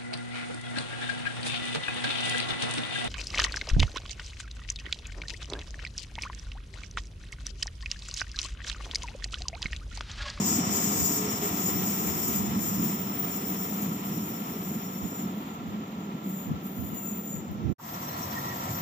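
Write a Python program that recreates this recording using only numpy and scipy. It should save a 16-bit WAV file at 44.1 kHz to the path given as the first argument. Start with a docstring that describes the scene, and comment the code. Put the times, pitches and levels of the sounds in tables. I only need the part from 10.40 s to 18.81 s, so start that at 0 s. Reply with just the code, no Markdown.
"""Station platform by a tunnel mouth: an electric train rolls slowly round a curve and draws away. Its bodies
boom near 200 Hz and the wheels roar (coloured noise); the flanges hiss (noise), ring (narrow noise bands) and
squeal (wavering sines). Wind bumps the microphone (gusts of low noise). After a short break the scene changes:
the sound fades in on a second train approaching from afar."""
import sys
import numpy as np
from scipy import signal
from scipy.fft import irfft, next_fast_len
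from scipy.io import wavfile

SR = 44100
rng = np.random.default_rng(int(sys.argv[2]) if len(sys.argv) > 2 else 0)


def wrap_up_sound(samples):
    """Save the sound to the file named by the first command line argument, as 16-bit audio."""
    columns = np.atleast_2d(samples).T
    # keep every value between -1 and 1, then stretch to whole-number steps
    tamed = np.clip(columns, -1, 1)
    steps = np.round(tamed * 32767).astype(np.int16)
    wavfile.write(sys.argv[1], SR, steps)


N = 370881
TIME = np.arange(N) / SR
FREQS = np.maximum(np.fft.rfftfreq(next_fast_len(N, real=True), 1 / SR), 1)

# All table levels are relative; widths are half widths at half amplitude.
# Noise colours of open air, wind turbulence, deepest rumble: (frequency [Hz], density [dB])
AIR = [(330, 4), (480, -0.5), (800, -6.5), (1600, -18.5), (4000, -35), (6000, -19.5), (9000, -54)]
WIND = [(30, -48), (48, -40), (70, -2.5), (95, 3.5), (170, -0.5), (300, -5), (450, -20.5), (900, -38)]
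DEEP = [(45, -30), (75, -6), (105, 1), (135, -1), (165, -13)]
# Noise colours of body rumble, wheel roar, rail hiss, wheel sizzle: (frequency [Hz], density [dB])
RUMBLE_AWAY = [(21, -96), (35, -49), (60, -28), (79, -19.5), (118, -15.5), (185, -0.5), (211, -1),
               (260, -7.5), (300, -8.5), (390, -26), (660, -120)]
RUMBLE_NEAR = [(21, -72), (40, -35), (92, -6), (141, -2), (204, -0.5), (279, -6), (386, -12), (409, -23),
               (560, -14.5), (730, -58), (1230, -120)]
ROAR_AWAY = [(290, 12), (350, 8.5), (410, 11.5), (500, 4), (590, -1.5), (715, 7), (850, 1), (1030, 7),
             (1330, 6.5), (1480, -5.5), (1930, -2.5), (2300, -3), (3500, -4.5), (5200, -18)]
ROAR_NEAR = [(280, -33), (480, 2), (495, -3), (708, 6), (831, 3), (994, 10), (1180, 4), (1340, 10),
             (1470, -8), (1770, -4.5), (1900, -2.5), (2440, -7), (5200, -11.5), (6760, -31), (11400, -120)]
HISS_AWAY = [(4400, -8), (5000, 8.5), (5350, 3.5), (5700, 10), (6100, 5), (6600, 10), (7600, 4.5),
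             (7950, 9.5), (8480, 7), (8750, -22), (9000, -70)]
HISS_NEAR = [(2760, -31), (4700, -22), (5410, -10), (5700, -5.5), (5980, -16), (6200, -5.5), (7360, -8),
             (7670, -8), (8410, -8), (9000, -34), (11700, -46), (19800, -120)]
SIZZLE = [(5880, -113), (10000, -24), (10600, -19), (12000, -8.5), (13700, -1), (14200, 2), (15000, 4.5),
          (15400, 1.5), (15500, -14)]
# Arrival from the left: (frequency [Hz], direct share [0-1], lag at right ear [ms])
EARS_AWAY = [(60, 0.6, 0), (130, 0.98, 0), (212, 1, 0.1), (337, 0.98, 0), (483, 0.6, 0.19),
             (870, 0.38, 0.11), (1087, 0.7, 0.46), (1310, 0.82, 0.48), (1510, 0.35, 0.42),
             (1890, 0.68, 0.53), (2780, 0, 0.32), (4700, 0, 0.52), (5500, 0.35, 0.554), (6300, 0, 0.52),
             (7000, 0.6, .495), (8000, 0.7, 0.508), (12000, 1, 0.483), (14700, 0.5, 0.542)]
EARS_NEAR = [(59.6, 1, 0), (282, 0.99, 0.06), (480, 0.59, 0.23), (795, 0.66, 0.38), (970, 0.58, 0.56),
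             (1340, 1, 0.45), (1560, 0.72, 0.48), (1900, 0.66, 0.53), (2600, 0.12, 0.58),
             (7000, 0.25, 0.584), (14700, .45, 0.89)]
# Balance of the ears: (frequency [Hz], left minus right [dB])
BALANCE_DB = [(200, -0.5), (410, -2.5), (680, 2.5), (1300, 0.5), (2400, -3), (4200, -0.5), (5600, 3),
              (7000, 6.5), (9000, 3.5), (14000, 4)]
# Drone, 1 kHz throb, main body resonance: (frequency [Hz], width [Hz], level [dB])
DRONE_MODE = [(1347, 25, 0)]
THROB_MODES = [(710, 30, -39), (990, 70, 9), (1080, 45, -12), (1240, 48, 14), (1260, 27, -11)]
BODY_MODE = [(201, 18, 0)]
# Rail modes: within the hiss, under plain rolling, under the second train;
# then wheel modes: rubbed cluster, within the sizzle: (frequency [Hz], width [Hz], level [dB])
RAIL_MODES = [(6641, 9, -11.5), (6712, 15, -10), (6858, 16, -6), (7253, 10, -9), (7535, 12, -14)]
SONG_MODES = [(5285, 25, -9), (5400, 40, -10), (5496, 30, -7), (5600, 55, -5), (5730, 70, -6.5),
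              (5850, 40, -11)]
RAIL_NOTE = [(5640, 80, -5), (5760, 32, 0), (6660, 50, -10), (7030, 110, -8), (7190, 66, -3.5),
             (7340, 70, -5)]
WHEEL_MODES = [(6930, 57, -5), (7055, 50, -8), (7114, 45, -10), (7300, 90, -9)]
SIZZLE_MODES = [(12600, 40, -6), (13120, 45, -5), (13420, 35, -5), (13900, 25, -4), (14116, 16, -1),
                (14262, 16, 3), (14356, 12, 2), (14460, 30, 3), (14578, 18, 3), (14795, 20, 5),
                (15071, 22, 3), (15290, 40, 1)]
# Wind gusts: (time [s], half length [s], left level [dB], right level [dB])
GUSTS = [(0.112, 0.073, -46, -38), (0.3, 0.022, -53.5, -25.5), (0.622, 0.029, -47, -25),
         (1.377, 0.065, -33.5, -38), (1.676, 0.039, -30.5, -46), (1.846, 0.071, -41, -35),
         (2.028, 0.054, -35.5, -32.5), (2.283, 0.15, -41, -34.5), (4.646, 0.013, -50, -27.5),
         (5.3, 0.055, -52, -34), (6.122, 0.03, -27.5, -29), (6.422, 0.033, -47, -29),
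         (6.53, 0.022, -29, -44), (6.984, 0.038, -34, -45), (7.114, 0.022, -31.5, -47),
         (7.182, 0.052, -53, -33), (7.291, 0.033, -41, -16.5)]
# Body booms on uneven track: (time [s], half length [s], rise [dB])
JOLTS = [(0.03, 0.052, 4.5), (2.162, 0.023, 7), (2.436, 0.065, 5.5), (3.493, 0.062, 5), (3.776, 0.066, 3.5),
         (4.366, 0.012, 5.5), (4.857, 0.05, 4.5), (5.89, 0.021, 5.5), (8.314, 0.022, 4.5)]
# Dull knocks: (time [s], frequency [Hz], peak level [dB])
KNOCKS = [(0.184, 253, -19), (2.428, 217, -22), (6.113, 188, -22.5)]
# Small sharp ticks: (time [s], level [dB])
TICKS = [(6.545, -35), (7.112, -45)]
# Falling whine, faint whistle, puff as the sound returns, faint arching squeal of the second train:
# (time [s], frequency [Hz], level [dB])
WHINE = [(0.4, 454, -52), (0.56, 450, -51), (0.72, 438, -60), (0.81, 427, -35.5), (0.97, 408.3, -45),
         (1.05, 409, -36.5), (1.2, 398, -69)]
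WHISTLE = [(6.49, 2900, -69), (6.53, 2960, -59), (6.63, 2730, -62), (6.73, 2540, -60), (6.83, 2450, -65)]
PUFF = [(7.386, 1300, -59), (7.398, 1124, -47), (7.412, 850, -52), (7.43, 650, -77)]
FAR_SQUEAL = [(7.62, 3260, -63), (7.7, 4050, -55), (7.77, 4400, -56), (7.84, 4070, -58), (7.92, 3440, -64)]
# Short wheel squeaks, second train: (time [s], half length [s], level [dB])
SQUEAKS = [(7.978, 0.013, -41), (8.048, 0.0072, -52), (8.085, 0.014, -51), (8.12, 0.014, -45)]
# Flange after flange pressing on the curve's rail:
# (start [s], length [s], rub level [dB], wheel ring level [dB])
RUBS = [(0.034, 0.071, 1.5, 9), (0.315, 0.34, -2, 6), (0.615, 0.15, -0.5, 7.5), (0.996, 0.17, -5, 2.5),
        (1.214, 0.093, -1, 10), (1.432, 0.26, -1.5, 4), (1.76, 0.2, 1.5, 5), (2.172, 0.32, -1.5, 1.5),
        (2.84, 0.59, -2, -1), (3.62, 0.96, -2, 1.5), (4.626, 0.17, -3.5, 7), (4.945, 0.048, -8, -15),
        (5.86, 0.17, 0, 7.5), (6.237, 0.25, 2, 4.5), (6.54, 0.2, 4, 16.5), (6.865, 0.066, 2, 19)]
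# Squeal pitches: mode name -> frequency [Hz]
SQUEAL_HZ = {"low": 14356, "middle": 14769, "high": 15071}
# Thin squeals: (start [s], length [s], level [dB], mode name)
SQUEALS = [(1.06, .2, -50, "middle"), (1.3, 0.15, -41.5, "middle"), (1.57, 0.5, -50, "middle"),
           (6.552, 0.32, -49, "middle"), (0.72, 0.91, -48, "high"), (2.33, 1.0, -41, "high"),
           (7.382, 0.87, -42, "low"), (8.318, .1, -37, "low")]

BREAK_START_S, BREAK_END_S = 7.326, 7.382
FADE_IN_S = 0.097  # time constant
CUTOFF_HZ = 15550
THROB_PER_S, THROB_CENTER_S = 7.32, 0.108
SQUEAK_HZ = 1907
RUMBLE_FADE_DB_PER_S, ROAR_FADE_DB_PER_S, HISS_FADE_DB_PER_S = 0.92, 2, 5.5
RING_FADE_DB_PER_S, SIZZLE_FADE_DB_PER_S = 3, 3
SIZZLE_PEAK_S = 1.0  # sizzle grows until then, fades after
APPROACH_DB_PER_S = 1.1
RUB_ATTACK_S, RUB_RELEASE_S = 0.071, 0.08
SQUEAL_ATTACK_S, SQUEAL_RELEASE_S = 0.11, 0.06
CURVE_END_S, RAIL_SONG_END_S = 3.58, 4.85
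GRAZE_DB, EASED_DB = -8.5, -14  # flange rub between the RUBS: in the curve, after it eases
GRAZE_RING_DB, EASED_RING_DB = 0, -4
HISS_FOLLOWS = 0.75  # share of the rub's dB swing that the hiss follows


def from_db(db):
    """Decibels to gain."""
    return 10 ** (np.asarray(db) / 20)


def rms_one(x):
    """Scale to unit rms."""
    return x / np.sqrt(np.mean(x ** 2) + 1e-20)


def at_freqs(points):
    """Gain at every frequency, interpolated in dB over log frequency."""
    hz, db = np.transpose(points)
    return from_db(np.interp(np.log(FREQS), np.log(hz), db))


def band(points):
    """Gain as at_freqs, with steep skirts outside the table."""
    below = points[0][0] / FREQS
    above = FREQS / points[-1][0]
    outside = np.maximum(np.maximum(below, above), 1)
    return at_freqs(points) / outside ** 20


def resonances(modes):
    """Summed gain of resonance peaks."""
    return sum(from_db(db) / (1 + ((FREQS - hz) / width) ** 2) for hz, width, db in modes)


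def white(count):
    """Spectra of unrelated white noises."""
    shape = (count, len(FREQS))
    return rng.standard_normal(shape) + 1j * rng.standard_normal(shape)


def noise(gain):
    """Mono noise of the given colour, rms 1."""
    return rms_one(irfft(white(count=1)[0] * gain)[:N])


def drift(rate_hz):
    """Low-passed random wander, rms 1, drawn at every 40th sample and interpolated."""
    pole = np.exp(-2 * np.pi * rate_hz * 40 / SR)
    draws = rng.standard_normal(N // 40 + 1002)
    slow = signal.lfilter([1], [1, -2 * pole, pole * pole], draws)[1000:]  # drop filter start-up
    return np.interp(np.arange(N) / 40, np.arange(len(slow)), rms_one(slow))


def wide_noise(gain, ears):
    """Stereo noise of about rms 1: a direct share reaches the right ear late, the rest is scattered."""
    hz, *columns = np.transpose(ears)
    direct, lag_ms = [np.interp(np.log(FREQS), np.log(hz), column) for column in columns]
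    direct = np.clip(direct, 0, 1)
    lean = np.sqrt(at_freqs(BALANCE_DB))  # half the balance on each ear
    source, scattered = white(count=2) * rms_one(gain) * np.sqrt(N / 2)
    late = np.exp(-2j * np.pi * FREQS * lag_ms / 1000)
    right = direct * late * source + np.sqrt(1 - direct ** 2) * scattered
    return irfft(np.array([source * lean, right / lean]))[:, :N]


def ringing(modes, ears, restless_db):
    """Narrow noise band per mode, each swelling and sinking on its own."""
    return sum(from_db(db + restless_db * drift(9.6)) * wide_noise(resonances([(hz, width, 0)]), ears)
               for hz, width, db in modes)


def swell(center_s, half_length_s):
    """Bell-shaped rise and fall."""
    return np.exp(-0.5 * ((TIME - center_s) / half_length_s) ** 2)


def held(start_s, length_s, attack_s, release_s):
    """Linear rise centred on the start, hold, exponential decay."""
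    rise = np.clip((TIME - start_s) / attack_s + 0.5, 0, 1)
    return rise * np.exp(-np.clip(TIME - start_s - length_s, 0, 2) / release_s)


def curve_level(s, db):
    """Gain along a level curve, with short edges."""
    return from_db(np.interp(TIME, s, db)) * held(s[0], s[-1] - s[0], attack_s=0.0064, release_s=0.01)


def glide(curve, waver):
    """Sine along a curve of pitch and level, with a random relative pitch waver."""
    s, hz, db = np.transpose(curve)
    pitch_hz = np.interp(TIME, s, hz) * (1 + waver * drift(40.0))
    tone = np.sin(2 * np.pi * np.cumsum(pitch_hz) / SR)
    return curve_level(s, db) * tone * from_db([[-2.0], [1.5]])


def blurred(curve, width_hz):
    """Narrow noise band along a curve of pitch and level: random drift on a sine and a cosine."""
    s, hz, db = np.transpose(curve)
    phase = 2 * np.pi * np.cumsum(np.interp(TIME, s, hz)) / SR
    strands = drift(width_hz) * np.sin(phase) + drift(width_hz) * np.cos(phase)
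    return curve_level(s, db) * strands / np.sqrt(2) * from_db([[-1.5], [1.5]])


def air(level_db):
    """Steady open air of the valley: faint noise, left as the train recedes."""
    return from_db(level_db) * wide_noise(band(AIR), EARS_AWAY)


def wind(level_db):
    """Each gust buffets the two channels with unrelated low turbulence."""
    push = sum(from_db([[left], [right]]) * swell(s, length) for s, length, left, right in GUSTS)
    return from_db(level_db) * push * np.array([noise(band(WIND)), noise(band(WIND))])


def drone(level_db):
    """Narrow steady band that comes forward as the roar recedes."""
    return from_db(level_db) * wide_noise(resonances(DRONE_MODE), EARS_AWAY)


def ticks(level_db, decay_s):
    """Bright noise ticks, instant onset, exponential decay."""
    decays = sum(from_db(db + level_db) * (TIME >= s) * np.exp(-abs(TIME - s) / decay_s)
                 for s, db in TICKS)
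    return decays * wide_noise(band(SIZZLE), EARS_AWAY)


def knocks(rise_s):
    """Each knock rings for a few low cycles."""
    out = np.zeros(N)
    for s, hz, db in KNOCKS:
        age_s = np.clip(TIME - s, 0, 0.2)
        envelope = age_s / rise_s * np.exp(1 - age_s / rise_s)  # peak 1
        out += from_db(db) * envelope * np.sin(2 * np.pi * hz * age_s)
    return out


def deep_rumble(level_db, fade_db_per_s):
    """Deepest rumble, strong only while the train is near."""
    return from_db(level_db - fade_db_per_s * TIME) * wide_noise(band(DEEP), EARS_AWAY)


def hum(level_db):
    """Main body resonance: a narrow hum within the rumble."""
    return from_db(level_db - RUMBLE_FADE_DB_PER_S * TIME) * wide_noise(resonances(BODY_MODE), EARS_AWAY)


def throb(level_db, half_length_s, fade_db_per_s):
    """Short even swells near 1 kHz, opposite in sign at the two ears, fading as the train recedes."""
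    from_beat_s = (((TIME - THROB_CENTER_S) * THROB_PER_S + 0.5) % 1 - 0.5) / THROB_PER_S
    beat = np.exp(-0.5 * (from_beat_s / half_length_s) ** 2)
    return from_db(level_db - fade_db_per_s * TIME) * beat * noise(resonances(THROB_MODES)) * [[1], [-1]]


def rail_song(level_db, fade_db_per_s):
    """Rolling wheels keep the rails ringing until the train is in the tunnel."""
    in_the_open = held(-1, 1 + RAIL_SONG_END_S, RUB_ATTACK_S, RUB_RELEASE_S)
    song = ringing(SONG_MODES, EARS_AWAY, restless_db=3.0)
    return from_db(level_db - fade_db_per_s * TIME) * in_the_open * song


def jolts():
    """Rise of the rumble [dB] as the cars lurch."""
    return sum(db * swell(s, length) for s, length, db in JOLTS)


def rolling(boom, roar, rumble_colour, roar_colour, ears, rumble_db, roar_db, shake_db):
    """Car bodies boom near 200 Hz; rough wheels on rough rail roar above them (boom, roar in dB)."""
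    bodies = from_db(boom + rumble_db + shake_db * drift(24.0)) * wide_noise(band(rumble_colour), ears)
    wheels = from_db(roar + roar_db + 0.95 * drift(18.5)) * wide_noise(band(roar_colour), ears)
    return bodies + wheels


def rubbing():
    """Flange rub and wheel ring [dB]: powers of light grazing and of each rub added."""
    def rub_envelope(start_s, length_s):
        return held(start_s, length_s, RUB_ATTACK_S, RUB_RELEASE_S)

    in_curve = rub_envelope(-1, 1 + CURVE_END_S)
    power = from_db([[EASED_DB], [EASED_RING_DB]]) ** 2
    power = power + (from_db([[GRAZE_DB], [GRAZE_RING_DB]]) * in_curve) ** 2
    for start_s, length_s, rub_db, ring_db in RUBS:
        power = power + (from_db([[rub_db], [ring_db]]) * rub_envelope(start_s, length_s)) ** 2
    return 10 * np.log10(power)


def flanges(hiss, ring, sizzle, hiss_colour, rail_modes, ears,
            hiss_db, rail_db, ring_db, sizzle_db, singing_db, chatter_db):
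    """Flanges slip unevenly: rail hisses, wheel modes ring, top sizzles (hiss, ring, sizzle in dB)."""
    slip = chatter_db * drift(12.5)
    rail = from_db(hiss_db) * wide_noise(band(hiss_colour), ears)
    rail = rail + from_db(rail_db) * ringing(rail_modes, ears, restless_db=4.5)
    wheel = from_db(ring + ring_db + slip) * ringing(WHEEL_MODES, ears, restless_db=1.5)
    top = from_db(sizzle_db) * wide_noise(band(SIZZLE), ears)
    top = top + from_db(singing_db) * wide_noise(resonances(SIZZLE_MODES), ears)
    return from_db(hiss + HISS_FOLLOWS * slip) * rail + wheel + from_db(sizzle + slip) * top


def squeal(mode, level_db, waver_hz, flutter_db):
    """One wheel mode locks on and sings, wavering; each ear has its own flutter."""
    sounding = sum(from_db(db + level_db) * held(s, length, SQUEAL_ATTACK_S, SQUEAL_RELEASE_S)
                   for s, length, db, name in SQUEALS if name == mode)
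    phase = 2 * np.pi * np.cumsum(SQUEAL_HZ[mode] + waver_hz * drift(29.0)) / SR
    ears = [np.sin(phase + 0.5 * drift(2.2)) * from_db(pan_db + flutter_db * drift(25))
            for pan_db in (2.2, -2.2)]
    return sounding * np.array(ears)


def squeaks(level_db, waver_hz):
    """Brief slips excite one low wheel mode of unsteady pitch."""
    slips = sum(from_db(db + level_db) * swell(s, length) for s, length, db in SQUEAKS)
    phase = 2 * np.pi * np.cumsum(SQUEAK_HZ + waver_hz * drift(79.6)) / SR
    return slips * np.sin(phase) * from_db([[-1.5], [1.5]])


def second_train():
    """Far off and nearly steady, growing a little as it comes closer."""
    closer = APPROACH_DB_PER_S * np.maximum(TIME - BREAK_END_S, 0)
    out = rolling(closer + jolts(), closer, RUMBLE_NEAR, ROAR_NEAR, EARS_NEAR,
                  rumble_db=-39.0, roar_db=-38.0, shake_db=0.5)
    out += flanges(closer, closer, closer, HISS_NEAR, RAIL_NOTE, EARS_NEAR,
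                   hiss_db=-52.0, rail_db=-56.5, ring_db=-70,
                   sizzle_db=-48.5, singing_db=-59, chatter_db=2.0)
    out += blurred(FAR_SQUEAL, width_hz=180)
    out += squeal("low", level_db=-2.0, waver_hz=2.1, flutter_db=3.0)
    return out + squeaks(level_db=5.0, waver_hz=45)


def first_train():
    """Draws away through the curve, jolting and rubbing; each part fades at its own rate."""
    rub, ring = rubbing()
    boom = jolts() - RUMBLE_FADE_DB_PER_S * TIME
    roar = -ROAR_FADE_DB_PER_S * TIME
    hiss = HISS_FOLLOWS * rub - HISS_FADE_DB_PER_S * TIME
    sizzle = rub - SIZZLE_FADE_DB_PER_S * abs(TIME - SIZZLE_PEAK_S)
    out = rolling(boom, roar, RUMBLE_AWAY, ROAR_AWAY, EARS_AWAY,
                  rumble_db=-33.0, roar_db=-34.5, shake_db=1.1)
    out += flanges(hiss, ring - RING_FADE_DB_PER_S * TIME, sizzle, HISS_AWAY, RAIL_MODES, EARS_AWAY,
                   hiss_db=-33.5, rail_db=-37, ring_db=-39.5,
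                   sizzle_db=-33.5, singing_db=-35.5, chatter_db=1.56)
    out += squeal("middle", level_db=7.0, waver_hz=1.8, flutter_db=4.0)
    out += squeal("high", level_db=0.0, waver_hz=7.7, flutter_db=6.0)
    out += glide(WHINE, waver=0.01) + glide(WHISTLE, waver=0.0147)
    out += rail_song(level_db=-42.5, fade_db_per_s=3.5)
    out += knocks(rise_s=0.0045)
    out += deep_rumble(level_db=-43.5, fade_db_per_s=2.9)
    out += hum(level_db=-37.5)
    return out + throb(level_db=-36.0, half_length_s=0.014, fade_db_per_s=2.0)


def scene():
    """First train draws away; after a brief break the scene changes, and a second train fades in after a puff."""
    away = air(level_db=-48.5) + wind(level_db=-3.5) + drone(level_db=-56.0)
    away += ticks(level_db=-4.0, decay_s=0.021) + first_train()
    fade_out = np.exp(-np.clip(TIME - BREAK_START_S, 0, 0.1) / 0.0032)
    fade_in = 1 - np.exp(-np.maximum(TIME - BREAK_END_S, 0) / FADE_IN_S)
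    return away * fade_out + blurred(PUFF, width_hz=240) + second_train() * fade_in


def record(dry):
    """Steep elliptic low-pass cuts the top."""
    low_pass = signal.ellip(12, 0.2, 80, CUTOFF_HZ, fs=SR, output="sos")
    return signal.sosfilt(low_pass, dry)


dry = scene()
out = record(dry)
wrap_up_sound(out)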